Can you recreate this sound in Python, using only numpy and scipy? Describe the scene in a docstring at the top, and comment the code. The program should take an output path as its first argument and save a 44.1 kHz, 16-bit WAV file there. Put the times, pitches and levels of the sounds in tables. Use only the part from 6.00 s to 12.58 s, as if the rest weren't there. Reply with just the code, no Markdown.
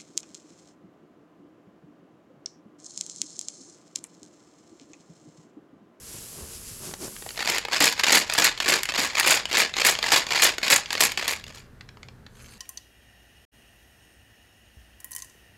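"""Close to a microphone in a quiet room, fingers rub a sheet of paper on a clipboard: grainy filtered noise.
Then a plastic cup of coloured pencils is shaken to and fro. In each shake they lift off, jostle, slam into
the wall and settle: a hail of short contacts, each a crack, a wall rattle and ringing wood.
At the end the room's low drone rises, fingertips nudge the pencils, which tick softly, and one is drawn out
along its neighbours: a scrape of noise through wavering resonances."""
import sys
import numpy as np
from scipy import signal
from scipy.fft import rfft, irfft
from scipy.io import wavfile
from scipy.ndimage import uniform_filter1d, minimum_filter1d

SR = 44100
rng = np.random.default_rng(int(sys.argv[2]) if len(sys.argv) > 2 else 0)


def dump(signal):
    """Clip the signal to [-1, 1] and save it as 16-bit WAV at the path in sys.argv[1]."""
    limited = np.clip(np.atleast_2d(signal).T, -1, 1)
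    pcm = np.round(limited * 32767).astype(np.int16)
    wavfile.write(sys.argv[1], SR, pcm)


N = 290266
TIME = np.arange(N) / SR  # s

# shakes of the cup: lift_s, lift_knock_db, jostle_db, slam_s, slam_db, slam_length_s,
# hardness_db (treble), thump_db (cup against the slam)
SHAKES = [(1.3755, -17.5, -30, 1.483, -26.5, 0.082, -1, -5.5),
          (1.7215, -16, -26, 1.8036, -19, 0.071, 7.5, -5.5),
          (1.9955, -6.5, -23, 2.1206, -17, 0.046, 7, -9.5), (2.298, -10.5, -27, 2.3784, -19, 0.074, 6, -6),
          (2.602, -7, -28, 2.68, -20, 0.062, 6, -7), (2.8889, -10.5, -27.5, 2.978, -21.5, 0.073, 1.5, -5.5),
          (3.1528, -11.5, -24, 3.2606, -20, 0.086, 7.5, -9),
          (3.5132, -14, -24, 3.5707, -17.5, 0.033, 3, -15),
          (3.7666, -12, -26.5, 3.8489, -17.5, 0.032, 10.5, -15.5),
          (4.0279, -8, -27, 4.119, -16, 0.043, 5, -14.5), (4.3062, -13, -23.5, 4.4218, -13.5, .025, 9, -21),
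          (4.6309, -9, -26.5, 4.702, -18, 0.035, 9.5, -17.5),
          (4.9052, -12.5, -31.5, 5.006, -18.5, 0.032, 12, -19),
          (5.1748, -8, -32.5, 5.279, -26, 0.026, 10.5, -17),
          (5.466, -29.5, -47, 5.548, -47, 0.038, 3.5, -22)]
# stray pencils that knock clear of the rattle: start_s, level_db, body_db (cup against the wood),
# snap_db (treble against the wood)
STRAY_KNOCKS = [(1.1644, -27, -17, -13), (1.2231, -27.5, -3, -11), (1.263, -30, 6, -12),
                (1.2901, -22, -22, -12), (1.3058, -23.5, -16, -16), (1.405, -12.5, -11, -25),
                (1.475, -9.5, -10, -13), (1.499, -8, -5, -6), (1.5823, -9, -15, -7.5),
                (1.6506, -13.5, -5, -23), (1.6843, -18, 5, -20), (1.7384, -11, 0, -28),
                (1.926, -15, -30, -7), (2.0362, -2.5, -16, -14), (2.337, -13, -18, -1),
                (2.4441, 1.5, -35, -3.5), (2.4679, -6.5, -29, -18), (2.5762, -18.5, -12, -20),
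                (2.833, -11.5, -35, -4), (2.855, -13, -28, -11), (2.962, -13, -3, -21),
                (3.184, -8, -9, -12), (3.1976, -2, -16, -6.5), (3.244, -16, -7, -16),
                (3.2733, -3.5, -8.5, -9), (3.3065, -1, -34, -0.5), (3.455, -11.5, -14, -19),
                (3.7389, -14, -18, -35), (3.817, -6, -12, -22), (3.8654, 0, -28, -4),
                (3.952, -12, -18, -23), (3.9885, -12.5, -8, -18), (4.083, -12.5, -9, -24),
                (4.2671, -15.5, -8.5, -17), (4.376, -8.5, -11, -29), (4.5825, -12, -9.5, -14),
                (4.6805, -7.5, -12, -18), (4.7245, -2, -27, -25), (4.7613, -4, -30, -2),
                (4.8588, -19, -27, -26.5), (4.929, -11, -15, -9.5), (4.9521, -11, -6, -21),
                (5.1188, -14.5, -28, -9), (5.2267, -15, -3, -23), (5.3975, -30, -20, -14),
                (5.44, -24, -24.5, -16), (5.4806, -32, -20, -8), (5.5019, -33, -3, -21),
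                (5.8092, -28, -29, -26.5), (5.8897, -30.5, -27.5, -35), (5.971, -37, 0, -27),
                (6.0308, -27.5, -13, -26), (6.0858, -31, -8.5, -35.5), (6.265, -31, -13, -35.5)]
# bending modes of a pencil, before its tuning: pitch_hz, level_db
PENCIL_MODES = [(1000, -11.5), (2150, -3.5), (4400, -4.5), (6900, -8), (11400, -10.5)]
# colour of the cup full of pencils: pitch_hz, level_db
CUP_COLOUR = [(60, -37), (130, -16.5), (320, -6.5), (1070, -3), (1340, -3.5), (2000, -.5), (2900, -1),
              (3800, -4.5), (4550, -1.5), (6000, -9.5), (7000, -4.5), (9000, -18.5), (11600, -17),
              (16000, -32)]
# steady rub of the fingers under the strokes: time_s, level_db
RUB = [(0, -50), (.08, -46), (.25, -43), (.45, -45.5), (.85, -43.5), (.97, -49), (1.1, -43.5), (1.3, -43.5),
       (1.45, -49)]
# the hand sweeps to and fro over the paper: middle_s, length_s, hiss_db, drumming_db (board)
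STROKES = [(0.134, 0.17, -45.5, -55), (0.406, 0.12, -49, -47.5), (.545, 0.062, -44, -57),
           (.69, 0.074, -44, -61), (0.868, 0.078, -40, -43), (1.042, 0.056, -38, -38.5)]
# colour of the rubbed paper: pitch_hz, level_db
PAPER_COLOUR = [(900, -20), (1300, -19.5), (2000, -15), (2700, -11), (3600, -12.5), (5000, -7.5),
                (6200, -6.5), (7400, -3.5), (9200, -8), (11200, -3), (12700, -12), (16000, -23.5)]
# colour of the drumming clipboard: pitch_hz, level_db
BOARD_COLOUR = [(60, -12), (130, -0.5), (200, 1), (270, -2.5), (380, 1.5), (560, -6), (800, -12),
                (1050, -8.5), (1800, -16), (4000, -43)]
# the hand bumps the board: start_s, level_db, pitch_hz
BUMPS = [(.14, -46, 126), (0.424, -35, 72), (.55, -41, 62), (.67, -43, 45), (.71, -43, 114),
         (.80, -42, 100)]
# a nail catches the paper: start_s, level_db
NAIL_CATCHES = [(.912, -30), (.938, -22)]
# a pencil slides out: time_s, level_db
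SLIDE_LEVEL = [(6.30, -77), (6.36, -57), (6.42, -53.5), (6.47, -53), (6.53, -54.5), (6.58, -57)]
# what the sliding pencil rings with: pitch_hz, width_hz, level_db
SLIDE_MODES = [(1500, 550, -7), (2680, 400, -0.5), (4350, 670, -1), (6350, 310, 0), (7240, 800, -5.5),
               (8960, 600, -8), (10600, 400, -6.5), (11970, 700, -4)]
# colour of the still room: pitch_hz, level_db
AIR_COLOUR = [(15, -45), (25, -1.5), (108, -8.5), (180, -10.5), (229, -9), (285, -24.5), (394, -15.5),
              (734, -25.5), (1740, -24), (2220, -33), (4610, -39), (14800, -46.5), (16000, -61)]
# resonances of the room's low drone: pitch_hz, width_hz, level_db
HUM_MODES = [(97, 1.8, -5.5), (122.7, 10, -11), (234, 10, -22)]
# the drone over time: time_s, level_db
HUM_LEVEL = [(0, -61.5), (5.0, -62.5), (5.6, -52), (6.2, -51.5), (6.35, -55), (6.58, -55)]
# decay of the room tail: pitch_hz, t60_s
ROOM_DECAY = [(200, 0.34), (1000, 0.27), (4500, 0.22), (9000, 0.18), (16000, 0.067)]

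PENCIL_T60 = 0.026  # s; the neighbours damp it
RUN_IN_S, RUN_IN_DB = 0.042, -9.5  # the pencils start to shift just before they lift off
LIFT_BODY_DB, LIFT_SNAP_DB = -10.5, -19  # the first pencil loose bumps the far wall: hollow and soft
# the crack that opens a slam: level over the slam, body, snap over the hardness
CRACK_DB, CRACK_BODY_DB, CRACK_SNAP_DB = 11, -17, -17
USUAL_SLAM_S = 0.049  # a shorter slam lands more as one, and cracks harder
AIR_DB = -52.5
CEILING = 0.68  # limiter, full scale = 1
EDGE_HZ = 16000  # upper band limit


def amp(db):
    """Decibels to gain."""
    return 10 ** (np.asarray(db) / 20)


def unit(x):
    """Scales to rms 1."""
    return x / np.sqrt(np.mean(x ** 2) + 1e-20)


def read(points, hz):
    """Reads a spectrum on a log-frequency axis."""
    f, value = np.transpose(points)
    return np.interp(np.log(hz + 1), np.log(f + 1), value)


def level(rows):
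    """Gain over time from a (time_s, level_db) curve; practically silent outside it."""
    time_s, level_db = np.transpose(rows)
    return amp(np.interp(TIME, time_s, level_db, left=-120, right=-120))


def add(mix, s, sound):
    """Mixes a sound in at time s, cut off where the mix ends."""
    part = mix[max(round(s * SR), 0):][:len(sound)]
    part += sound[:len(part)]


def band(x, hz, kind):
    """Third-order low-pass or high-pass."""
    return signal.sosfilt(signal.butter(3, hz, kind, fs=SR, output="sos"), x)


def colour(x, points, size=2048):
    """Causal minimum-phase filter with the given spectrum, so that attacks stay sharp."""
    log_gain = np.log(amp(read(points, abs(np.fft.fftfreq(size, 1 / SR)))))
    response = np.fft.ifft(np.exp(np.conj(signal.hilbert(log_gain)))).real
    return signal.oaconvolve(x, response)[:len(x)]


def resonate(x, modes):
    """Passes x through parallel fixed resonances (pitch_hz, width_hz, level_db)."""
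    hz = np.fft.rfftfreq(N, 1 / SR)
    response = sum(amp(db) / (1 + 1j * (hz ** 2 - f ** 2) / (width * hz + 1e-6)) for f, width, db in modes)
    return irfft(rfft(x) * response, N)


def friction(grain_db):
    """Countless tiny slips of uneven strength: noise with a randomly wavering level."""
    grain = unit(uniform_filter1d(rng.standard_normal(N), size=30))
    return rng.standard_normal(N) * amp(grain_db * grain)


def rattle(settle_db_per_s=242.0, dulling_db_per_s=45., resting_db_per_s=110., jostle_treble_db=-3.5,
           slam_treble_db=-2.0, thump_t60=0.22, treble_hz=7500, lead_s=0.01, lead=0.14, first=0.77):
    """Loose pencils jostle in flight, then the bundle slams into the wall and settles ever more softly."""
    loose, packed, hard, bright, thump = np.zeros((5, N))
    for lift, _, jostle_db, slam, slam_db, length, hard_db, thump_db in SHAKES:
        # more and more pencils come loose during the swing
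        flight_s = [lift - RUN_IN_S, lift, lift + 0.0019, lift + 0.018, slam, slam + 0.023]
        loose += amp(jostle_db) * np.interp(TIME, flight_s, [0, amp(RUN_IN_DB), first, 1, 1, 0])
        since = np.maximum(TIME - slam, 0)
        settling = np.maximum(since - length, 0)
        arrival = np.interp(TIME - slam, [-lead_s, 0, .003], [0, lead, 1])  # the foremost land early
        force = arrival * amp(slam_db - settle_db_per_s * settling)
        # slower contacts lose their treble, the more as they settle
        dulling = amp(-dulling_db_per_s * since - resting_db_per_s * settling)
        packed += force
        hard += force * dulling * amp(slam_treble_db)
        bright += force * dulling * amp(hard_db)
        thump += np.minimum(since / 0.0066, 1) * amp(slam_db + thump_db - 60 * since / thump_t60)

    sparse, dense = collisions(per_s=200, scatter_db=8.0), collisions(per_s=380, scatter_db=9)
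    # only some contacts are hard enough to snap
    snaps = band(collisions(per_s=150, scatter_db=8), treble_hz, "high")
    jostle_treble = amp(jostle_treble_db) * band(sparse, treble_hz, "high")
    jostle = loose * (band(sparse, treble_hz, "low") + jostle_treble)
    slams = packed * band(dense, treble_hz, "low") + hard * band(dense, treble_hz, "high") + bright * snaps
    # the weight of the bundle flexes the bottom of the cup
    bottom_modes = [(170, 80, -9), (246, 90, -5), (311, 60, -0.5), (500, 160, -1)]  # pitch_hz, width_hz, level_db
    bottom = unit(band(resonate(rng.standard_normal(N), bottom_modes), 120, "high"))
    return jostle + slams + thump * bottom


def collisions(per_s, scatter_db, count=200):
    """A hail of contacts among the pencils, uneven in spacing and force, at rms 1."""
    most = N // 10
    force = amp(scatter_db * rng.uniform(-0.77, 1, most))
    pencil = rng.integers(0, count, most)
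    # few very short gaps: a pencil must rebound before it strikes again
    times = np.cumsum(rng.gamma(2, .5, most)) / per_s
    sounds = [contact() for _ in range(count)]
    out = np.zeros(N)
    for s, size, k in zip(times[times < N / SR], force, pencil):
        add(out, s, size * sounds[k])
    return unit(colour(out, CUP_COLOUR))


def contact(shell_db=9.5, shell_t60=0.018, crack_db=9.0, crack_t60=0.0036, hardness_db=4., rebound=0.49,
            rebound_s=.003, size=3000):
    """One pencil strikes: hard crack, short rattle of the thin cup wall, bending modes, quick rebound."""
    t = np.arange(size) / SR
    tuning = np.exp(rng.uniform(-.24, .2))  # pencils differ in length
    ring = amp(shell_db - 60 * t / shell_t60) * rng.standard_normal(size)
    crack = np.diff(rng.standard_normal(size + 1))  # differencing tilts the noise to treble
    ring += amp(crack_db + hardness_db * rng.standard_normal() - 60 * t / crack_t60) * crack
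    for hz, db in PENCIL_MODES:
        where = np.sqrt(2) * np.cos(2 * np.pi * rng.random())  # the point of contact weights each mode
        mode_hz = hz * tuning * rng.uniform(.96, 1.04)
        ring += where * amp(db - 60 * t / PENCIL_T60) * np.sin(2 * np.pi * mode_hz * t)
    out = ring.copy()
    add(out, rebound_s * rng.uniform(.25, 1), rebound * ring)
    return out / np.linalg.norm(out)


def knocks(crest_db=23.0, body_db=2.5, snap_db=3.0, body_most_db=-18.0, body_hz=1200, snap_hz=7500,
           hard_hz=16000, softening=.5, chain=0.36, chain_s=.003):
    """The distinct knocks: wood, with each its own share of hollow cup and hard snap."""
    out = np.zeros(N)
    for s, db, body, snap in blows():
        hit = contact(shell_db=13., shell_t60=0.015, crack_db=11.0, crack_t60=0.0035, rebound=0.42)
        # a heavy blow runs on through the neighbouring pencils
        passed_on = chain * np.interp(db, [-10, 0], [0, 1])
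        for delay in np.cumsum(chain_s * rng.uniform(.5, 1.3, size=2)):
            add(hit, delay, passed_on * contact())
        hit = colour(hit, CUP_COLOUR)
        low, high = band(hit, body_hz, "low"), band(hit, snap_hz, "high")
        # a soft contact lasts longer, which dulls the wood as well
        dull_hz = np.clip(hard_hz * amp(softening * snap), 5000, snap_hz)
        wood = band(band(hit, body_hz, "high"), dull_hz, "low")
        body = min(body + body_db, body_most_db - db)  # the gripping hand limits how far the wall swings
        knock = unit(wood) + amp(body) * unit(low) + amp(snap + snap_db) * unit(high)
        add(out, s, amp(db - crest_db) * knock)
    return out


def blows():
    """Every knock (start_s, level_db, body_db, snap_db): one per lift-off, one per slam, and the strays."""
    lifts = [(lift, db, LIFT_BODY_DB, LIFT_SNAP_DB) for lift, db, *_ in SHAKES]
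    cracks = []
    for _, _, _, slam, slam_db, length, hard_db, _ in SHAKES:
        crack_db = slam_db + CRACK_DB + 20 * np.log10(USUAL_SLAM_S / length)
        cracks.append((slam, crack_db, CRACK_BODY_DB, CRACK_SNAP_DB + hard_db))
    return lifts + cracks + list(STRAY_KNOCKS)


def paper(hiss_db=-3., edge_db=-3.0, stroke_edge_db=-7.5, board_db=-13.0, drag_db=-5.5, split_hz=9300,
          drag_hz=800):
    """Skin rubs over paper fibres, louder in each stroke; the palm drags and the board drums along."""
    rub = level(RUB)
    sweep = sum(amp(db) * swell(s, length) for s, length, db, _ in STROKES)
    press = sum(amp(db) * swell(s, length) for s, length, _, db in STROKES)
    hiss = colour(friction(grain_db=1.5), PAPER_COLOUR)
    out = np.hypot(amp(hiss_db) * rub, sweep) * unit(band(hiss, split_hz, "low"))
    edge_gain = np.hypot(amp(edge_db) * rub, amp(stroke_edge_db) * sweep)
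    out += edge_gain * unit(band(hiss, split_hz, "high"))
    drumming = unit(colour(friction(grain_db=7.5), BOARD_COLOUR))
    out += np.hypot(amp(board_db) * rub, press) * drumming
    drag_modes = [(200, 71, -3), (370, 130, 2), (590, 160, -7), (1040, 350, -10)]  # pitch_hz, width_hz, level_db
    drag = resonate(friction(grain_db=4.5), drag_modes)
    out += amp(drag_db) * press * unit(band(drag, drag_hz, "low"))

    t = np.arange(SR // 5) / SR
    for s, db, hz in BUMPS:
        rise = t / 0.0077  # the bump is fullest after 7.7 ms
        add(out, s, amp(db) * rise * np.exp(1 - rise) * np.sin(2 * np.pi * hz * t))
    for s, db in NAIL_CATCHES:
        tick = band(rng.standard_normal(len(t)) * amp(-60 * t / 0.019), 8800, "low")
        add(out, s, amp(db) * tick / abs(tick).max())
    return out


def swell(middle, length):
    """The speed of one stroke: it gathers and slackens along a bell curve."""
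    return np.exp(-2 * ((TIME - middle) / length) ** 2)


def slide(flutter_db=4.5, flutter_s=.04, top_hz=12800, catch_db=-7., catches_per_s=70):
    """Lacquered wood scrapes along its neighbours and catches; the moving contact makes each mode waver."""
    scrape, out = friction(grain_db=4.5), np.zeros(N)
    knots = np.arange(N // 100) * flutter_s
    for mode in SLIDE_MODES:
        flutter = np.interp(TIME, knots, rng.standard_normal(len(knots)))
        out += amp(flutter_db * flutter) * resonate(scrape, [mode])
    scraping = unit(band(band(out, top_hz, "low"), top_hz, "low"))
    catches = amp(catch_db) * collisions(per_s=catches_per_s, scatter_db=7, count=20)
    return level(SLIDE_LEVEL) * (scraping + catches)


def room(x, wet_db=-13.5, gap_s=.005):
    """A small furnished room: a weak diffuse noise tail whose treble dies first."""
    hz, t, z = signal.stft(rng.standard_normal(SR // 2), SR, nperseg=256)
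    decay = amp(-60 * t / read(ROOM_DECAY, hz)[:, None])
    tail = signal.istft(z * decay, SR, nperseg=256)[1]
    tail = tail * (np.arange(len(tail)) / SR > gap_s)
    return x + amp(wet_db) * signal.fftconvolve(x, tail / np.linalg.norm(tail))[:N]


def background():
    """Still air as coloured noise, and a low drone as noise through narrow resonances."""
    air = amp(AIR_DB) * unit(colour(rng.standard_normal(N), AIR_COLOUR))
    drone = unit(band(resonate(rng.standard_normal(N), HUM_MODES), 400, "low"))
    return air + level(HUM_LEVEL) * drone


def scene():
    """Everything at one close microphone."""
    close = rattle() + knocks() + paper() + slide()
    return (room(close) + background())[None]


def record(dry):
    """A fast limiter holds down the loudest peaks; then the band limit."""
    gain = np.minimum(1, CEILING / (abs(dry) + 1e-9))
    gain = uniform_filter1d(minimum_filter1d(gain, size=130), size=130)
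    low_pass = signal.firwin(301, EDGE_HZ, window=("kaiser", 8), fs=SR)
    return signal.oaconvolve(dry * gain, low_pass[None], "same")


dry = scene()
out = record(dry)
dump(out)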